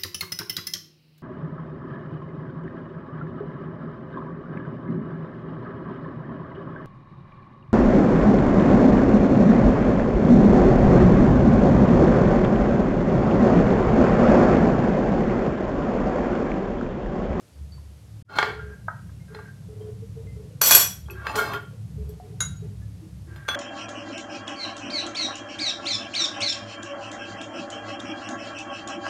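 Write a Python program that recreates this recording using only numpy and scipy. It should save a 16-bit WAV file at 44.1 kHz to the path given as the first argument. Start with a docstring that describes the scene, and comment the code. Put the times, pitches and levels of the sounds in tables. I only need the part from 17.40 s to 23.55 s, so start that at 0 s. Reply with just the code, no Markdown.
"""First comes a wavering low hum with microphone hiss; it is cut for a moment and fades in again. Hands slide a
glass bowl over a tiled kitchen counter, drop a spoon onto that bowl and lift a knife off another. Knocks and
gritty rubbing make each thing ring at its own pitches, called modes. Small pings and a faint low note come and
go, and a small hard room adds a short echo."""
import sys
import numpy as np
from scipy import signal
from scipy.fft import rfft, irfft, next_fast_len
from scipy.io import wavfile
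from scipy.ndimage import uniform_filter1d

SR = 44100
rng = np.random.default_rng(int(sys.argv[2]) if len(sys.argv) > 2 else 0)


def bounce(signal):
    """Save signal as a 16-bit WAV file at the path given by the first command-line argument."""
    frames = np.transpose(np.atleast_2d(signal))
    limited = np.clip(frames, -1, 1)
    pcm = np.round(limited * 32767).astype(np.int16)
    wavfile.write(sys.argv[1], SR, pcm)


N = 271435

# the room's lowest resonances (pitch [Hz], width [Hz], relative level [dB])
HUM_MODES = [(55, 25, -23.5), (70.5, 4.7, 4.5), (105.76, 14, 1), (142.4, 31, -2.5), (180.2, 36, -6.5),
             (291.5, 35, -22.5)]
# peaks of the deep hum, and the course of the upper hum (time [s], level [dB])
DEEP_SWELLS = [(.22, -32.5), (.65, -45), (1.13, -33), (1.68, -46), (2.3, -43.5), (2.86, -42.5),
               (3.63, -35.5), (3.9, -45), (4.62, -33.5), (5.05, -37.5), (5.3, -37), (5.74, -38),
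               (6.12, -41)]
UPPER_HUM = [(0, -53), (.1, -54), (.24, -36.5), (.58, -44.5), (.9, -37.5), (1.55, -36.5), (2.2, -38),
             (2.9, -34.5), (3.8, -40.5), (4.4, -36.5), (4.6, -31.5), (4.8, -40), (5.05, -32), (6.15, -40.5)]
# tone colour of the hiss and of each kind of contact noise (frequency [Hz], relative level [dB])
HISS_COLOUR = [(20, -2), (200, 5), (500, 2.5), (900, -6), (2000, -10), (5000, -11.5), (12700, -15),
               (12950, -31), (17000, -32)]
TILE_GRIT = [(200, -30), (350, -5), (700, 1.5), (1800, 3), (3000, -9), (4800, -13.5), (5500, -17),
             (8800, -28.5), (10000, -81.5), (20000, -76.5)]
DULL_GRIT = [(300, -62), (650, 11), (1700, 14.5), (2400, -42), (4000, -49), (20000, -62)]
STEEL_GRIT = [(250, -32.5), (400, -3), (1500, -3), (4000, -3.5), (9000, 0), (14000, -10), (15000, -15.5),
              (20000, -13)]
# small lone rings (time [s], level [dB], pitch [Hz], ring time [s]); a ring time is a fade of 60 dB
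PINGS = [(0.129, -65.5, 4600, 0.4), (0.321, -49.5, 4546, 0.44), (.38, -51.5, 1014, 0.13),
         (1.80, -57, 2130, 0.14), (1.946, -46, 4120, 0.099), (2.41, -47, 540, .1),
         (2.41, -57.5, 3170, 0.17), (2.87, -54.5, 2070, 0.27), (3.66, -51, 3240, 0.065),
         (3.70, -34, 2580, 0.065), (3.733, -53, 3200, 0.29), (4.80, -36.5, 726, 0.11),
         (4.94, -49.5, 745, 0.083), (5.42, -55, 1720, 0.093)]
# how each thing rings (pitch [Hz], relative level [dB], ring time [s])
BOWL_MODES = [(322, -18.5, 0.029), (426, -5, 0.13), (700, -7.5, 0.09), (865, 3.5, 0.043), (1158, 4, .04),
              (1406, 4, 0.049), (1599, 4, .075), (1859, -5, .06), (2201, -3, 0.045), (2640, -8.5, 0.045),
              (3183, -3, 0.02), (3584, -9, 0.037), (4160, -6.5, 0.029), (4960, -14, 0.047),
              (6030, -26, .04), (7060, -24, 0.07), (9260, -25, 0.1), (12790, -24, .09), (15420, -37.5, .04)]
HANDLE_MODES = [(720, -14, 0.051), (1003, -0.5, 0.02), (1276, 3, 0.052), (1560, 3, 0.03), (1890, -25, 0.46),
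                (2180, -16, 0.025)]
SPOON_MODES = [(763, -24.5, 0.052), (1175, -15, .05), (1534, -15, .05), (2464, -13, 0.12),
               (3374, -11, 0.11), (4170, -24, 0.076), (4466, -9, 0.11), (5520, -13.5, 0.15),
               (5820, -6.5, 0.14), (5900, -8, .1), (6270, -12, .08), (7046, -6.5, 0.028), (7240, -10, .08),
               (7753, -8, 0.12), (8190, -20, 0.066), (8980, -9.5, 0.074), (9950, -11, 0.092),
               (10590, -13, .06), (10760, -15.5, .08), (12000, -27, 0.089), (11520, 0, 0.07),
               (11500, -14, .07), (12730, -11, .1), (12770, -9, .08), (13400, -3.5, .08), (13120, -9, .08),
               (13600, -10.5, .08), (13630, -6, 0.071), (13800, -13, 0.072), (15100, -11.5, 0.071)]
CHINA_MODES = [(1090, -32, 0.053), (1400, -6, 0.059), (1525, -4, 0.078), (2123, -13.5, 0.056),
               (2794, -19, 0.071), (3280, -21, 0.072), (3760, -14.5, 0.18), (3852, -5, 0.25),
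               (5440, -19.5, 0.05), (6030, -15, 0.068), (6700, -13, 0.041), (6750, 4, 0.069),
               (7500, -17.5, 0.046), (9030, -21, 0.13), (10340, -13, 0.13), (11660, -34, .08),
               (13230, -37.5, .08), (15100, -28, .04)]
BLADE_MODES = [(687, -8, 0.072), (1547, 8, 0.056), (1680, -15, 0.046), (1864, -14, 0.061),
               (3380, -3.5, 0.41), (4210, -13.5, 0.074), (6030, -13, 0.076), (6350, -13, .07),
               (7000, -25, .06), (8870, -18, 0.1), (10100, -34, 0.072), (11800, -26, 0.076),
               (12600, -41, 0.057), (14100, -36, .07), (14600, -27, 0.032), (15800, -45, 0.068)]
# knocks on each thing (time [s], level [dB], brightness [dB per octave])
BOWL_KNOCKS = [(0.904, -31.5, -7), (0.958, -28.5, 0.5), (.986, -1.5, -1.5), (1.027, -5.5, -4.5),
               (1.947, -33, 1), (1.987, -33.5, -12), (3.215, -14, -4.5), (3.308, -11.5, -3),
               (3.683, -41.5, -21), (3.7, -39, -12), (3.868, -22.5, 2.5), (3.895, -23, -7), (3.955, -23, 3),
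               (3.989, -50, 9), (4.012, -38, 8.5), (4.134, -45, 13.5), (5.96, -40.5, 5.5)]
HANDLE_KNOCKS = [(1.483, -20, 0), (1.692, -45, 0)]
SPOON_KNOCKS = [(3.215, -11, 1.5), (3.237, -12, 0), (3.256, -29.5, 2), (3.27, -13, 1.5), (3.309, -5.5, -1),
                (3.322, -7.5, -6), (3.349, -1, -2), (3.706, -43, 0), (3.959, -51, 4.5), (4.691, -51, 6.5)]
CHINA_KNOCKS = [(5.005, -15, 0.95)]
BLADE_KNOCKS = [(6.081, -28.5, 4.5), (6.086, -16, 1.2), (6.146, -21, 0.91)]
# rubbing, one list for each slide or rattle (time [s], level [dB])
BOWL_SLIDES = [
    [(.86, -59), (.9, -31.5), (.95, -30), (.96, -21.5), (1.06, -37), (1.2, -43), (1.42, -54.5)],
    [(1.88, -58.5), (1.93, -51.5), (1.96, -41.5), (2.08, -50.5), (2.14, -77)],
    [(3.68, -67), (3.75, -43.5), (3.82, -42), (3.9, -33), (3.94, -39), (3.96, -30.5), (4.07, -36),
     (4.14, -35), (4.19, -41), (4.3, -81)],
    [(5.87, -53), (5.91, -47), (6.07, -45), (6.09, -35.5), (6.15, -39.5)],
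]
SPOON_RATTLES = [
    [(3.213, -26.5), (3.28, -19.5), (3.305, -21.5), (3.315, -13.5), (3.37, -16.5), (3.41, -22),
     (3.47, -36.5)],
    [(3.957, -36.5), (3.99, -40.5), (4.09, -57.5)],
]
CHINA_RATTLE = [
    [(5.003, -26.5), (5.03, -38), (5.07, -45.5)],
]
# a faint note that comes and goes (time [s], hold [s], pitch [Hz], level [dB])
LOW_NOTES = [(1.04, 0.075, 427.8, -34), (1.18, 0.13, 424, -50.5), (1.9, 0.092, 430.4, -47.5),
             (2.27, 0.12, 428.4, -52), (2.39, 0.11, 429, -46.5), (2.61, 0.033, 453, -54),
             (2.76, 0.11, 449, -50.5), (2.95, 0.11, 426, -52), (3.08, 0.05, 493, -55.5),
             (3.689, 0.034, 376.5, -41.5), (3.95, .06, 429, -36), (4.08, 0.17, 411, -56),
             (4.3, 0.025, 486, -52), (4.56, .18, 426, -50), (4.82, 0.091, 422, -50),
             (5.22, 0.046, 418.6, -48), (5.59, .06, 320, -52), (5.86, 0.08, 336.7, -55)]
# how long the room echoes (frequency [Hz], ring time [s])
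ROOM_RING_TIMES = [(300, 0.29), (1500, 0.36), (5000, 0.36), (12000, .3)]


def undb(db):
    """Turn decibels into a factor to multiply by."""
    return 10 ** (np.asarray(db) / 20)


def level(x, db):
    """Set a sound's average (RMS) level."""
    return x * undb(db) / np.sqrt(np.mean(x ** 2))


def mode(x, hz, ring_s):
    """One fading vibration; a push of 1 starts it ringing at a height of 1."""
    decay, turn = np.exp(-np.log(1000) / (max(ring_s, .004) * SR)), 2 * np.pi * hz / SR
    return signal.lfilter([np.sin(turn)], [1, -2 * decay * np.cos(turn), decay * decay], x)


def colour(x, points):
    """Shape a sound's bass and treble by (frequency [Hz], level [dB]) points."""
    hz, db = np.transpose(points)
    n = next_fast_len(len(x))
    freqs = np.maximum(np.fft.rfftfreq(n, 1 / SR), 1)
    return irfft(rfft(x, n) * undb(np.interp(np.log(freqs), np.log(hz), db)), n)[:len(x)]


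def waver(per_second, size=N):
    """Random steps smoothed into a drift of roughly 1 either way."""
    step = int(SR / per_second)
    steps = np.repeat(rng.standard_normal(size // step + 1), step)
    return 1.2 * uniform_filter1d(uniform_filter1d(steps, step), step)[:size]


def hum():
    """Rumble rings the room's lowest modes, each wavering alone; the deepest swell fast, ebb slowly."""
    t, out = np.arange(N) / SR, 0
    rise_db_per_s, fall_db_per_s, rest_db = 121, 39, -54
    upper_db = np.interp(t, *np.transpose(UPPER_HUM))
    deep_db = np.minimum(upper_db, rest_db)
    for s, db in DEEP_SWELLS:
        swell_db = db - np.maximum(rise_db_per_s * (s - t), fall_db_per_s * (t - s))
        deep_db = np.maximum(deep_db, swell_db)
    for hz, width, db in HUM_MODES:
        ring_s = np.log(1000) / (np.pi * width)
        ring = mode(rng.standard_normal(N), hz, ring_s)
        ring = level(mode(ring, hz, ring_s / 2), db - 5.5)
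        out = out + ring * undb((upper_db if hz > 95 else deep_db) + 2 * waver(per_second=5))
    return out


def microphone_hiss():
    """The microphone's own steady noise."""
    return level(colour(rng.standard_normal(N), HISS_COLOUR), db=-57.5)


def pings():
    """Short single rings here and there, each from one tiny push."""
    out = 0
    for s, db, hz, ring_s in PINGS:
        push = np.zeros(N)
        push[int(s * SR)] = undb(db)
        out = out + mode(push, hz, ring_s)
    return out


def rub_level(rubs):
    """How hard a thing is rubbed at each moment, in dB; silent between rubs."""
    db, t = np.full(N, -200.0), np.arange(N) / SR
    for rub in map(np.array, rubs):
        inside = (t >= rub[0, 0]) & (t <= rub[-1, 0])
        db[inside] = np.interp(t[inside], *rub.T)
    return db


def cracks(n, hits, knock_db, crack_db):
    """A burst of noise for each knock; with harder knocks it grows faster than the ring does."""
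    growth, hard_knock_db = 1.38, -13.5
    blows = np.zeros(n)
    blows[hits] = undb(growth * (knock_db - hard_knock_db) + hard_knock_db + crack_db)
    age = np.arange(400) / (0.0013 * SR)  # the burst peaks after 1.3 ms
    return np.convolve(blows, np.e * age * np.exp(-age))[:n] * rng.standard_normal(n)


def knock_and_rub(modes, knocks, rubs, grit, spot_db, crack_db, grit_db, centre_hz,
                  brighten=0, wander_db=2):
    """Knocks and uneven scraping grains ring the modes; each knock also cracks, each rub also hisses."""
    times, knock_db, knock_bright = np.transpose(knocks)
    start = int(np.floor(4 * times[0] - .4) * SR / 4)  # work only on the stretch around the knocks
    end = min(int(np.ceil(4 * times[-1] + 2) * SR / 4), N)
    hits, n = (times * SR).astype(int) - start, end - start
    rub_db, firm_db = rub_level(rubs)[start:end], -37.5
    rub_bright = np.clip(brighten * (rub_db - firm_db), -13, 1.5)
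    grains = rng.standard_normal(n)
    rough_db = 1.5 * np.minimum(rng.exponential(size=n), 4) + 1.8 * waver(per_second=140, size=n)
    grains = level(grains * undb(rough_db), 0)
    gains = undb(np.array(modes)[:, 1])
    spots = spot_db * rng.standard_normal((len(hits), len(modes)))  # each blow lands on another spot
    touch = np.hanning(int(0.0014 * SR))  # a blow lasts 1.4 ms, so the ring takes a moment to build
    rings = 0
    for k, (hz, _, ring_s) in enumerate(modes):
        octaves = np.log2(hz / centre_hz)
        height = max(octaves, -.4)
        # a long ring stores more of a steady push, so it is pushed more gently
        push = np.sqrt(4 * np.log(1000) / (ring_s * SR))
        # with brighten set, a light rub wakes only the middle modes
        reach_db = rub_bright * np.where(rub_bright < 0, 3 * abs(octaves), height)
        # the contact wanders over the thing, waking now one mode, now another
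        force = push * grains * undb(rub_db + reach_db + wander_db * waver(per_second=18, size=n))
        blow = 2 * touch / touch.sum() * np.cos(2 * np.pi * hz / SR * np.arange(len(touch)))
        for i, strength in zip(hits, undb(knock_db + knock_bright * height + spots[:, k])):
            force[i:i + len(blow)] += strength * blow[:n - i]
        rings = rings + gains[k] * mode(force, hz, ring_s)
    contact = cracks(n, hits, knock_db, crack_db) + grains * undb(rub_db + grit_db + 1.6 * rub_bright)
    # a harder contact lifts the high part of the noise
    brightness = rub_bright.copy()
    for i, bright in zip(hits, knock_bright):
        brightness[i:i + 400] = bright
    low = signal.sosfilt(signal.butter(2, 0.69 * centre_hz, fs=SR, output="sos"), contact)
    noise = colour(low + (contact - low) * undb(1.3 * brightness), grit)
    return np.pad(rings / np.sqrt(np.sum(gains ** 2)) + noise, (start, N - end))


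def glass_bowl():
    """Glass bumps and scrapes over tile; the firmer the rub, the brighter it sounds."""
    return knock_and_rub(BOWL_MODES, BOWL_KNOCKS, BOWL_SLIDES, TILE_GRIT, spot_db=1.5,
                         crack_db=7.5, grit_db=-8, centre_hz=1590, brighten=1.8, wander_db=5.5)


def low_note():
    """A rough tone that swells, holds and dies away while its pitch sags."""
    rise_s, fade_db_per_s, sag_hz_per_s = 0.015, 253, 20
    wobble = level(uniform_filter1d(rng.standard_normal(N), int(SR / 60)), 0)
    t, out = np.arange(N) / SR, np.zeros(N)
    for s, hold, hz, db in LOW_NOTES:
        span = slice(int(s * SR), int((s + hold + .4) * SR))
        age = t[span] - s
        shape = np.clip(age / rise_s, 0, 1) * undb(db - fade_db_per_s * np.maximum(age - hold, 0))
        out[span] += shape * np.sin(2 * np.pi * (hz - sag_hz_per_s * age / 2) * age)
    return np.sqrt(2) * out * (1 + 1.1 * wobble)


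def handle():
    """A handle takes two dull knocks, the second much softer."""
    return knock_and_rub(HANDLE_MODES, HANDLE_KNOCKS, [], DULL_GRIT,
                         spot_db=4, crack_db=2, grit_db=0, centre_hz=1300)


def spoon():
    """A dropped steel spoon bounces and rattles, ringing its many high modes."""
    return knock_and_rub(SPOON_MODES, SPOON_KNOCKS, SPOON_RATTLES, STEEL_GRIT,
                         spot_db=4, crack_db=-3.5, grit_db=0.5, centre_hz=5900)


def china():
    """One knock makes china clink and briefly rattle."""
    return knock_and_rub(CHINA_MODES, CHINA_KNOCKS, CHINA_RATTLE, STEEL_GRIT,
                         spot_db=.5, crack_db=-11, grit_db=-11, centre_hz=5000)


def knife_blade():
    """Three quick knocks ring the blade as the knife is lifted."""
    return knock_and_rub(BLADE_MODES, BLADE_KNOCKS, [], TILE_GRIT,
                         spot_db=.5, crack_db=4, grit_db=0, centre_hz=2000)


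def room(x):
    """Hard walls add dense echoes, made of bands of noise that each fade at their own rate."""
    t, echo = np.arange(int(.7 * SR)) / SR, 0
    freqs, ring_times = np.transpose(ROOM_RING_TIMES)
    build_s, echo_db = 0.0021, -7.5
    for hz in 250 * 2 ** np.arange(0, 6.1, .5):
        ring_s = np.interp(np.log(hz), np.log(freqs), ring_times)
        band = signal.butter(2, [hz / 2 ** .25, hz * 2 ** .25], "band", fs=SR, output="sos")
        echo = echo + signal.sosfilt(band, rng.standard_normal(len(t))) * undb(-60 * t / ring_s)
    echo = echo * np.clip(t / build_s, 0, 1)
    return x + signal.fftconvolve(x, echo / np.sqrt(np.sum(echo ** 2)))[:N] * undb(echo_db)


def scene():
    """The kitchen sounds echo in the room, over the hum and hiss."""
    things = glass_bowl() + handle() + spoon() + china() + knife_blade()
    return (hum() + microphone_hiss() + room(pings() + things + low_note()))[None]


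def record(dry):
    """The microphone drops the deepest bass and rounds peaks; the sound cuts out once; the top is cut."""
    t = np.arange(N) / SR
    cut_s, resume_s, fade_s, resume_db, top_hz = 0.825, 0.85, 0.14, -23.5, 15800
    fade_in = (t > resume_s) * undb(resume_db * np.exp(-np.maximum(t - resume_s, 0) / fade_s))
    volume = uniform_filter1d((t < cut_s) + fade_in, size=150)
    thinned = signal.sosfilt(signal.butter(3, 48, "high", fs=SR, output="sos"), dry)
    rounded = np.tanh(thinned * volume)
    return .95 * signal.sosfilt(signal.ellip(12, .2, 85, top_hz, fs=SR, output="sos"), rounded)


dry = scene()
out = record(dry)
bounce(out)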